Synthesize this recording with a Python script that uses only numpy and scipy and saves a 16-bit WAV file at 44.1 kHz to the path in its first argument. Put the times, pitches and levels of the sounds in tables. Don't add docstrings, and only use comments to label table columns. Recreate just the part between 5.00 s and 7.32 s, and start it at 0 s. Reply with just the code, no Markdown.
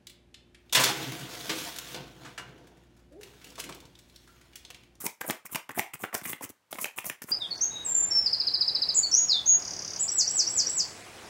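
import sys
import numpy as np
from scipy import signal
from scipy.fft import rfft, irfft, next_fast_len
from scipy.io import wavfile
from scipy.ndimage import uniform_filter1d, map_coordinates

SR = 44100
rng = np.random.default_rng(int(sys.argv[2]) if len(sys.argv) > 2 else 0)


def invert_db(x):
    u = np.asarray(x, float) / 20
    return 10 ** u


def file_out(sig):
    cols = np.atleast_2d(sig).T
    lim = np.clip(cols, -1, 1)
    pcm = np.round(lim * 32767).astype(np.int16)
    wavfile.write(sys.argv[1], SR, pcm)


N = 102179

# f/Hz, level/dB
FLOOR_SPECTRUM = [(35, -44), (60, 4), (188, -9), (674, -11), (790, -12.5), (906, -8.5), (14000, -29)]
# f/Hz, time to fall 60 dB/s
ROOM_DECAY = [(150, 0.06), (1000, 0.4), (4000, 0.31), (14000, 0.25)]
# f/Hz, level/dB
ROOM_COLOUR = [(150, 6), (1000, 2), (4000, 4), (12000, -1)]
# t/s, peak level/dB, f/Hz
THUMPS = [(0.040, -37, 327), (0.057, -36.5, 290), (0.062, -35, 258), (0.283, -38, 225), (0.298, -25.5, 239),
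          (0.308, -44, 305), (0.449, -50, 164), (0.548, -31, 222), (0.693, -41, 280), (0.700, -42.5, 210),
          (0.774, -32, 320), (0.79, -30.5, 206), (0.939, -49, 207), (0.946, -42, 148), (1.027, -41.5, 206),
          (1.037, -29.5, 346), (1.148, -29, 353), (1.219, -41, 194), (1.263, -40.5, 192), (1.28, -48, 220),
          (1.298, -40, 332), (1.333, -39.5, 258), (1.411, -41.5, 317), (1.437, -40, 346),
          (1.500, -41.5, 314), (1.731, -42.5, 343), (1.752, -42.5, 340), (1.821, -42.5, 293),
          (1.845, -40.5, 330), (1.857, -43.5, 318), (1.981, -53, 246), (2.101, -37.5, 250),
          (2.218, -43, 271), (2.242, -38.5, 240), (2.311, -42, 261)]
# t/s, peak level/dB, f/Hz
RINGS = [(.0434, -39, 715), (.0568, -36, 2340), (.0667, -26.5, 2150), (.0699, -32, 880),
         (.2139, -31.5, 925), (.2430, -35.5, 2050), (0.3, -22, 3400), (.3005, -27, 810),
         (.4639, -34.5, 2120), (.5485, -24, 2790), (.5614, -27, 950), (.6965, -33, 985), (.7082, -33, 2030),
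         (.7510, -39, 1600), (.7590, -40, 1700), (.7697, -44, 1670), (.7952, -24, 2030), (.8003, -30, 2200),
         (.8130, -37, 1740), (.9372, -30, 2470), (.9415, -35, 1260), (1.0373, -27, 1820),
         (1.0413, -22, 1500), (1.1288, -31, 1860), (1.1403, -33, 750), (1.1440, -30, 2050),
         (1.1458, -29.5, 760), (1.1623, -35, 2170), (1.2416, -38, 3680), (1.2544, -32, 2050),
         (1.2723, -37, 1850), (1.2814, -36, 2260), (1.2947, -38, 2070), (1.2985, -44.5, 985),
         (1.2986, -36, 1960), (1.3331, -35, 2100), (1.333, -29.5, 2980), (1.4105, -34, 800),
         (1.4124, -34, 830), (1.4163, -45, 840), (1.4251, -40, 1950), (1.4393, -40, 1350),
         (1.4432, -34, 2770), (1.7290, -29, 3140), (1.7890, -26.5, 1900), (1.8286, -41, 2370),
         (1.8455, -21.5, 2490), (1.8558, -27, 1840), (1.8593, -29.5, 770), (1.9863, -31.5, 1010),
         (1.9864, -26, 2460), (1.9995, -43, 1960), (2.0465, -41, 900), (2.0458, -34, 2100),
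         (2.0993, -21.5, 2250), (2.1004, -28.5, 1930), (2.1095, -52, 2150), (2.2901, -37.5, 1880),
         (2.3080, -45, 1300), (2.3160, -39.5, 1360)]
# t/s, body peak level/dB, body f/Hz, crack over body/dB, length/ms
LANDINGS = [(0.064, -24.5, 2200, 7, 4.3), (0.211, -22, 1680, -6.5, 6.2), (0.298, -21.5, 1630, -10, 4.2),
            (0.306, -20, 2100, 0.5, 4.8), (0.547, -23.5, 2630, -2.5, 5.9), (0.556, -20, 2400, -1.5, 6),
            (0.692, -27, 1530, -10, 5), (0.793, -16, 786, -8.5, 3.6), (0.934, -39.5, 2270, -12, 19),
            (1.036, -23, 784, -48, 8.4), (1.047, -27.5, 1710, -25, 5.7), (1.149, -19.5, 1730, -35, 4),
            (1.253, -28, 2200, -6.5, 7.7), (1.331, -24, 2080, -36.5, 4.5), (1.408, -41, 646, -4.5, 11),
            (1.727, -24, 675, -6, 4.5), (1.785, -25.5, 1150, -12, 8.4), (1.843, -20, 2500, -2, 2.96),
            (1.856, -29, 735, -1.5, 6.5), (1.985, -23, 2710, -14, 4.4), (2.043, -33, 775, -3.5, 4.6),
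            (2.098, -23.5, 1980, -1, 3.6), (2.219, -32, 1870, 0.5, 6)]
# t/s, crack peak level/dB, body over crack/dB
TICKS = [(.463, -43, 1), (0.7118, -39, -14), (0.789, -17.5, 1), (.7946, -16, 8), (0.9558, -40.5, 14.5),
         (1.1501, -10.5, -14), (1.2148, -31, 5), (1.2407, -42, 7), (1.493, -26.5, -19.5), (1.501, -48, -28),
         (1.7455, -30, -22), (1.7571, -33, 9), (2.0067, -29, -15), (2.24, -28, -11)]
# t/s, peak level/dB, f/Hz, length/ms
NUDGES = [(0.006, -41.5, 1550, 70), (0.041, -33, 830, 49), (0.243, -32, 680, 11.5), (0.281, -30.5, 613, 14),
          (0.452, -40, 1270, 7.1), (0.492, -44.5, 1320, 21), (0.705, -35.5, 1900, 11),
          (0.757, -55, 1660, 3.2), (0.775, -23, 680, 9.3), (0.998, -45, 751, 15), (1.128, -31.5, 1100, 20),
          (1.281, -42, 1190, 23), (1.421, -36.5, 2050, 37), (1.748, -39, 580, 8.2),
          (1.978, -34, 1200, 10.4), (2.057, -36.5, 640, 15), (2.284, -38.5, 1200, 14)]
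# f/Hz, level per Hz/dB
DECK_SPECTRUM = [(88, -16), (150, 1), (444, -0.5), (1120, -1.5), (2300, -3.5), (3320, -7.5), (5000, -30.5),
                 (6500, -17.5), (11000, -120)]
# f/Hz, level/dB
CRACK_SPECTRUM = [(2350, -22.5), (4300, -10.5), (5300, -5), (6300, -5.5), (7810, -5.5), (15500, -5)]
# start t/s, end t/s, end level/dB, swell from the start/dB
SLIDES = [(0, 0.063, -43, -6.5), (0.04, 0.062, -39.5, 3.5), (0.205, 0.241, -55.5, -13),
          (0.244, 0.299, -35, 31), (0.45, 0.472, -43, 3.5), (0.487, 0.54, -38.5, 42),
          (0.711, 0.716, -42.5, 21), (0.742, 0.804, -33, 24), (0.934, 0.954, -50.5, -32),
          (0.987, 1.04, -44.5, 8.5), (1.026, 1.058, -51, 9), (1.138, 1.153, -32, -1.5),
          (1.152, 1.186, -42.5, 11), (1.231, 1.304, -35, 10.5), (1.295, 1.334, -39, 7.5),
          (1.418, 1.45, -37.5, 1), (1.493, 1.505, -47, -11.5), (1.706, 1.719, -40, 4),
          (1.736, 1.776, -55, -13), (1.766, 1.814, -41.5, 22), (1.809, 1.845, -37, -6),
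          (1.959, 1.992, -38, 11.5), (1.972, 2.046, -58.5, -5), (2.038, 2.066, -36, 37),
          (2.062, 2.1, -39.5, -3), (2.219, 2.238, -45, 2), (2.252, 2.297, -51, 8),
          (2.283, 2.315, -38.5, 20)]
# f/Hz, level/dB
HISS_SPECTRUM = [(2060, -35.5), (3500, -34.5), (4270, -14.5), (5250, -9.5), (7390, -3), (8010, -3),
                 (15500, -1.5)]
# f/Hz, level per Hz/dB
SCRAPE_SPECTRUM = [(88, 16), (150, 5), (524, -26.5), (1190, 4), (1470, -25), (2130, -6), (4000, -12.5),
                   (5200, -68.5), (8800, -120)]

FLOOR_DB = -63
ROOM_DB, ROOM_DELAY_S = -9.5, 0.003
THUMP_DB, THUMP_CYCLES = 7, 1.04
RING_DB, RING_CYCLES, RING_SAG = 0.65, 5, 0.08
BODY_DB, CRACK_DB, NUDGE_DB = -6.5, -3.5, -5
TICK_DB, TICK_BODY_DB, TICK_HZ, TICK_MS = -4.5, -8, 2100, 0.57
BODY_Q, BODY_SHARE_DB = 5.3, 1.5
SOFT_OVER_PITCH = 3.64
RAGGED_DB, RATTLE_DB = 2.5, 4.2
KNOCK_LEAD = 256
SCRAPE_DB, SCRAPE_GROWS = -10, 1
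GRIT_DB, GRIT_PER_S, PATCH_DB = 3.5, 700, 1.6
TOUCH_S, LIFT_S, SWELL_BEND = 0.005, 0.0018, 2.28
EDGE_HZ, EDGE_PER_DB, EDGE_TOP_HZ = 3800, 0.3, 7600
BRIGHTER = 0.04
MIC_LOW_HZ, MIC_TOP_HZ, MIC_SHELF_DB = 96, 15900, -35
GATE_DB, GATE_SLOPE, GATE_S = -45.5, 0.62, 0.0059


def unit(x):
    return x / np.sqrt(np.mean(x ** 2) + 1e-20)


def along(points, hz):
    f, v = np.transpose(points)
    return np.interp(np.log(hz + 1), np.log(f + 1), v)


def filtered(x, response):
    m = next_fast_len(len(x) + 4096)
    spectrum = rfft(x, m) * response(np.fft.rfftfreq(m, 1 / SR))
    return irfft(spectrum, m)[:len(x)]


def noise(spectrum, size):
    return unit(filtered(rng.standard_normal(size), lambda hz: invert_db(along(spectrum, hz))))


def wobble(rate, size):
    knots = rng.standard_normal(size // 8)
    return map_coordinates(knots, [np.arange(size) * rate / SR])


def add(track, s, sound):
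    part = track[round(s * SR):][:len(sound)]
    part += sound[:len(part)]


def noise_floor():
    return invert_db(FLOOR_DB) * noise(FLOOR_SPECTRUM, N)


def room(x):
    out, step = np.zeros(N), SR // 20
    for a in range(0, N, step):
        hz, t, z = signal.stft(rng.standard_normal(SR // 3), SR, nperseg=256)
        fall_db = 60 * t / along(ROOM_DECAY, hz)[:, None]
        fade = invert_db(along(ROOM_COLOUR, hz)[:, None] - fall_db)
        tail = signal.istft(z * fade, SR, nperseg=256)[1]
        answer = signal.fftconvolve(x[a:a + step], tail / np.linalg.norm(tail))
        add(out, a / SR + ROOM_DELAY_S, answer)
    return invert_db(ROOM_DB) * out


def thumps():
    out, t = np.zeros(N), np.arange(4096) / SR
    for s, db, hz in THUMPS:
        u = t * hz / THUMP_CYCLES
        push = 4 * u * np.exp(1 - 4 * u)
        swing = np.sin(2 * np.pi * hz * t * (1 - 0.2 * np.minimum(u, 2)))
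        add(out, s, invert_db(db + THUMP_DB) * push * swing)
    return out


def rings():
    out, t = np.zeros(N), np.arange(1024) / SR
    for s, db, hz in RINGS:
        u = 4 * t * hz / RING_CYCLES
        ring = np.sin(2 * np.pi * hz * t * (1 + RING_SAG * (1 - np.minimum(u / 4, 2))))
        envelope = (u * np.exp(1 - u)) ** 2
        peak_lag = RING_CYCLES / 4 / hz
        add(out, s - peak_lag, invert_db(db + RING_DB) * envelope * ring)
    return out


def knock(body_db, hz, crack_db, ms, top_hz=SR):
    u = np.arange(-KNOCK_LEAD, 2816) / SR / (max(ms, 0.3) / 1000)
    u = np.clip(u, 0, 99)
    burst = np.clip(u / 0.099, 0, 1) * np.exp(-u ** 2.1)
    rattle = invert_db(0.28 * RATTLE_DB * np.array([wobble(928, len(u)) for _ in range(3)]))
    blows = rfft(rng.standard_normal(rattle.shape) * burst * rattle)
    blows = blows / np.sqrt(uniform_filter1d(np.abs(blows) ** 2, size=40) + 1e-9)
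    f = np.fft.rfftfreq(len(u), 1 / SR)
    damping = 1j * f * hz / BODY_Q
    resonance = 1 + 2 * invert_db(BODY_SHARE_DB) * damping / (hz * hz - f * f + damping)
    softness = (1 + 1j * f / top_hz) ** 4
    body = irfft(blows[0] * invert_db(along(DECK_SPECTRUM, f)) * resonance / softness)
    patches = invert_db(RAGGED_DB * np.array([wobble(667, len(f)) for _ in range(2)]))
    crack = irfft((blows[1:] * patches).sum(0) * invert_db(along(CRACK_SPECTRUM, f)))
    return np.std(burst) * (invert_db(body_db) * unit(body) + invert_db(crack_db) * unit(crack))


def knocks():
    out, lead_s = np.zeros(N), KNOCK_LEAD / SR
    for s, db, hz, over_db, ms in LANDINGS:
        add(out, s - lead_s, knock(db + BODY_DB, hz, db + over_db + CRACK_DB, ms))
    for s, db, over_db in TICKS:
        add(out, s - lead_s, knock(db + over_db + TICK_BODY_DB, TICK_HZ, db + TICK_DB, TICK_MS))
    for s, db, hz, ms in NUDGES:
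        add(out, s - lead_s, knock(db + NUDGE_DB, hz, db - 17, ms, SOFT_OVER_PITCH * hz))
    return out


def slides():
    t, grit = np.arange(N) / SR, invert_db(GRIT_DB * wobble(GRIT_PER_S, N))
    hiss = noise(HISS_SPECTRUM, N)
    scrape = noise(SCRAPE_SPECTRUM, N) * invert_db(RATTLE_DB * wobble(220, N))
    centres = 4000 * np.sqrt(2) ** (np.arange(9) / 2)
    bands = []
    for k in range(9):
        band = filtered(hiss, lambda hz: np.interp(hz, centres, np.arange(9) == k))
        bands.append(band * invert_db(PATCH_DB * wobble(90, N)))
    bands, centres = np.array(bands), centres[:, None]
    out = np.zeros(N)
    for start, end, db, swell_db in SLIDES:
        at = slice(round(start * SR), round(end * SR) + 1500)
        progress = np.clip((t[at] - start) / (end - start), 0, 1)
        below_db = swell_db * (1 - progress) ** SWELL_BEND
        touch = np.clip((t[at] - start) / TOUCH_S, 0, 1) ** 2
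        lift = np.exp(-np.clip(t[at] - end, 0, 1) / LIFT_S)
        edge_hz = np.minimum(EDGE_HZ * np.exp(EDGE_PER_DB * below_db), EDGE_TOP_HZ)
        edge = 1 / np.sqrt(1 + (edge_hz / centres) ** 16)
        tilt = invert_db(BRIGHTER * (db - below_db + 42) * np.log2(centres / 9000))
        upper = (bands[:, at] * tilt * edge).sum(0) * invert_db(-below_db)
        lower = scrape[at] * invert_db(SCRAPE_DB - SCRAPE_GROWS * below_db)
        out[at] += invert_db(db) * touch * lift * (upper + lower)
    return out * grit


def scene():
    cards = thumps() + rings() + knocks() + slides()
    return (noise_floor() + room(cards) + cards)[None]


def top_cut(x):
    return signal.sosfilt(signal.butter(12, 16810, fs=SR, output="sos"), x)


def record(dry):
    def band(hz):
        low_cut = (1j * hz / (MIC_LOW_HZ + 1j * hz)) ** 4
        return low_cut * invert_db(MIC_SHELF_DB / (1 + np.exp((MIC_TOP_HZ - hz) / 60)))

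    power = np.abs(uniform_filter1d(dry[0] ** 2, round(GATE_S * SR)))
    level_db = 10 * np.log10(power + 1e-12)
    gated = dry[0] * invert_db(GATE_SLOPE * np.clip(level_db - GATE_DB, -14, 0))
    mix = filtered(gated, band)[None]
    return top_cut(mix)


dry = scene()
out = record(dry)
file_out(out)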